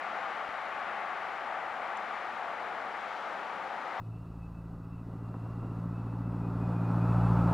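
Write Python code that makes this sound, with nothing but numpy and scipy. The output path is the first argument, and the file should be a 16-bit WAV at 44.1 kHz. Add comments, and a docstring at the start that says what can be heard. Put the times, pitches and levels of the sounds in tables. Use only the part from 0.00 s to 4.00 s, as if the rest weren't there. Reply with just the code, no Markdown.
"""A steady rush of wind or faraway traffic carries over a calm lake from the left and slowly dulls.
It is broad noise with a crest near 800 Hz that creeps upwards while four bands swell separately.
Close by, a camera adds microphone hiss, a low motor hum, a thin throbbing whine from its mechanism
and a faint whistle from its electronics. It gives one soft bump and, later, one small tick."""
import sys
import numpy as np
from scipy import signal
from scipy.fft import rfft, irfft
from scipy.io import wavfile

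SR = 44100
rng = np.random.default_rng(int(sys.argv[2]) if len(sys.argv) > 2 else 0)


def put_to_file(sound):
    """Save the sound as 16-bit audio at rate SR, in the file named by the first command-line argument."""
    columns = np.atleast_2d(sound).T  # one column per channel
    safe = np.clip(columns, -1, 1)
    whole_steps = np.round(safe * 32767)
    wavfile.write(sys.argv[1], SR, whole_steps.astype(np.int16))


N = 176400
TIME = np.arange(N) / SR
FREQS = np.maximum(np.arange(N // 2 + 1) * SR / N, 1)

# Colour of the microphone hiss: frequency_hz, relative_level_db
HISS_COLOUR = [(100, -2), (1000, 7), (3500, 4), (5000, -2.5), (7000, -2), (9300, -7.5), (12000, -12),
               (14500, -15.5), (15500, -21)]
# Tones of the motor hum: pitch_hz, level_db
HUM_TONES = [(76.5, -78), (116, -81), (178, -74.5), (213, -72)]
# Colour of the tick: frequency_hz, relative_level_db
TICK_COLOUR = [(4000, -25), (6000, -1), (7500, 1), (9000, -11), (11000, -16), (14000, -28)]
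# Colour of the far rush: frequency_hz, relative_level_db
RUSH_COLOUR = [(30, -55), (60, -52), (90, -28.5), (140, -28), (180, -19), (215, -17), (255, -17.5),
               (330, -15), (470, -12), (530, -7.5), (610, -7), (740, 0.17), (845, 0.5), (940, -3),
               (1030, -8.5), (1140, -1.5), (1500, -6), (1650, -8), (2150, -11.5), (2700, -19.5),
               (3050, -21.5), (3500, -26), (4000, -29), (4400, -32), (5500, -37.5), (7000, -44.5),
               (9000, -54.5), (15000, -76)]
# How far left the rush sits: frequency_hz, left_minus_right_db
RUSH_PAN = [(100, 3), (700, 4.5), (1200, 5), (2500, 6), (4000, 5.5), (7000, 0)]
# How alike its two sides are (1 is fully alike): frequency_hz, coherence
RUSH_COHERENCE = [(60, 0.73), (250, 0.85), (700, 0.97), (3000, 0.98), (8000, 0.96)]
# Fader moves on its four bands: time_s, bass_db, middle_db, treble_db, air_db
RUSH_SWELL = [(0, -1, -0.6, 1.2, -0.5), (.3, -0.8, 1.9, 0.9, 0.8), (.62, -2.1, -0.4, 0.8, -.7),
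              (.9, -.3, -0.3, 2.5, -1.5), (1.38, -0.3, -0.4, 0.5, -0.2), (1.7, -.5, 1.1, -0.9, -2.5),
              (2.12, -.5, -0.1, 0.9, 0.5), (2.35, -0.7, -0.5, -0.5, -0.5), (2.85, 1.5, 0.4, -1, -1.2),
              (3.03, -0.5, -1.2, 0, 1), (3.15, -0.5, -0.8, -1.5, 2.5), (3.4, 1, 0.1, -2, 0.6),
              (3.72, 1.3, -1.2, -2.5, -.6), (3.95, 1.5, 0.8, -1, 1)]


def from_db(db):
    """Decibels to gain."""
    return 10 ** (np.asarray(db) / 20)


def unit_rms(x):
    """Scale to an rms of one."""
    return x / np.sqrt(np.mean(x ** 2) + 1e-20)


def curve(points, stretch=1):
    """Join (frequency_hz, value) points on a log axis; a stretch above one slides them upwards."""
    hz, value = np.transpose(points)
    return np.interp(np.log(FREQS / stretch), np.log(hz), value)


def pan_left(db):
    """Stereo gains that put the left side db above the right."""
    return from_db(np.array([[.5], [-.5]]) * db)


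def noise(colour):
    """Noise shaped by a gain at each frequency, with an rms of one."""
    return unit_rms(irfft(rfft(rng.standard_normal(N)) * colour, N))


def drift(rate_hz):
    """Slow random wander with an rms of one."""
    return noise(1 / (1 + (FREQS / rate_hz) ** 2) ** 2)


def microphone_hiss(level_db=-64):
    """A wide, steady bed: each microphone makes its own noise."""
    colour = from_db(curve(HISS_COLOUR))
    return from_db(level_db) * np.array([noise(colour), noise(colour)])


def motor_hum(wander_hz=.81, waver_db=1.5):
    """The camera motor's low tones, each wavering slightly in pitch and level."""
    hum = 0
    for pitch_hz, level_db in HUM_TONES:
        phase = 2 * np.pi * np.cumsum(pitch_hz + wander_hz * drift(rate_hz=2.9)) / SR
        gain = from_db(level_db - waver_db * drift(rate_hz=2.8))
        hum = hum + np.sqrt(2) * np.sin(phase) * gain
    return hum * pan_left(db=4)


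def mechanism_whine(pitch_hz=10130, width_hz=260, level_db=-88.5, turns_per_s=25, depth=.96):
    """A narrow resonance in the camera's mechanism that throbs once per motor turn."""
    resonance = noise(1 / (1 + (2 * (FREQS - pitch_hz) / width_hz) ** 2))
    throb = 1 + depth * np.sin(2 * np.pi * turns_per_s * TIME)
    return from_db(level_db) * unit_rms(resonance * throb)


def electronics_whistle(pitch_hz=15624, level_db=-96):
    """A thin, pure tone from the electronics, nearly opposite in phase on the two sides."""
    lag_rad = np.array([[0], [2.6]])
    return from_db(level_db) * np.sqrt(2) * np.sin(2 * np.pi * pitch_hz * TIME - lag_rad)


def body_bump(time_s=.4913, width_s=.00034, rebound_delay_s=.001, level_db=-39.5):
    """One soft knock on the camera body: a short push and a weaker rebound."""
    push = np.exp(-.5 * ((TIME - time_s) / width_s) ** 2)
    rebound = np.exp(-.5 * ((TIME - time_s - rebound_delay_s) / width_s) ** 2)
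    return from_db(level_db) * (push - .3 * rebound) * pan_left(db=5.5)


def camera_tick(start_s=1.972, decay_s=.0024, level_db=-53):
    """A tiny click: a burst of bright noise that dies within milliseconds."""
    age_s = TIME - start_s
    envelope = (age_s >= 0) * np.exp(-np.abs(age_s) / decay_s)
    colour = from_db(curve(TICK_COLOUR))
    burst = envelope * np.array([noise(colour), noise(colour)])
    return from_db(level_db) * burst * pan_left(db=5)


def far_rush(level_db=-37.5, crest_hz=830, crest_octaves=.49, crest_rise=.098, flutter_db=.2):
    """Wind or distant traffic over the water: a broad roar whose crest creeps up as its treble sinks."""
    coherence = curve(RUSH_COHERENCE)
    mid = np.sqrt((1 + coherence) / 2) * rfft(noise(1))
    side = np.sqrt((1 - coherence) / 2) * rfft(noise(1))
    stereo = np.array([mid + side, mid - side]) * pan_left(curve(RUSH_PAN))

    # Crossfade from a colour with the crest pulled down to one with it pushed up.
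    rise = crest_rise * np.exp(-(np.log2(FREQS / crest_hz) / crest_octaves) ** 2)
    early = irfft(stereo * unit_rms(from_db(curve(RUSH_COLOUR, stretch=1 - rise / 2))), N)
    late = irfft(stereo * unit_rms(from_db(curve(RUSH_COLOUR, stretch=1 + rise / 2))), N)
    spectrum = rfft(early + (late - early) * TIME / TIME[-1])

    # Ride four overlapping bands, each on its own fader with a slight flutter.
    centres_hz = [376, 836, 2280, 5000]  # bass, middle, treble, air
    time_s, *faders_db = np.transpose(RUSH_SWELL)
    rush = 0
    for solo, fader_db in zip(np.eye(len(centres_hz)), faders_db):
        band = irfft(spectrum * curve(list(zip(centres_hz, solo))), N)
        swell_db = np.interp(TIME, time_s, fader_db) + flutter_db * drift(rate_hz=6)
        rush = rush + band * from_db(swell_db)
    return from_db(level_db) * rush


def scene():
    """The far rush leads the mix, with the camera's small, close sounds tucked under it."""
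    steady = far_rush() + microphone_hiss() + motor_hum() + mechanism_whine() + electronics_whistle()
    return steady + body_bump() + camera_tick()


def record(dry):
    """A steep low-pass shaves off the very top."""
    cutoff_hz = 15650
    return signal.sosfilt(signal.ellip(10, .1, 80, cutoff_hz, fs=SR, output="sos"), dry)


dry = scene()
out = record(dry)
put_to_file(out)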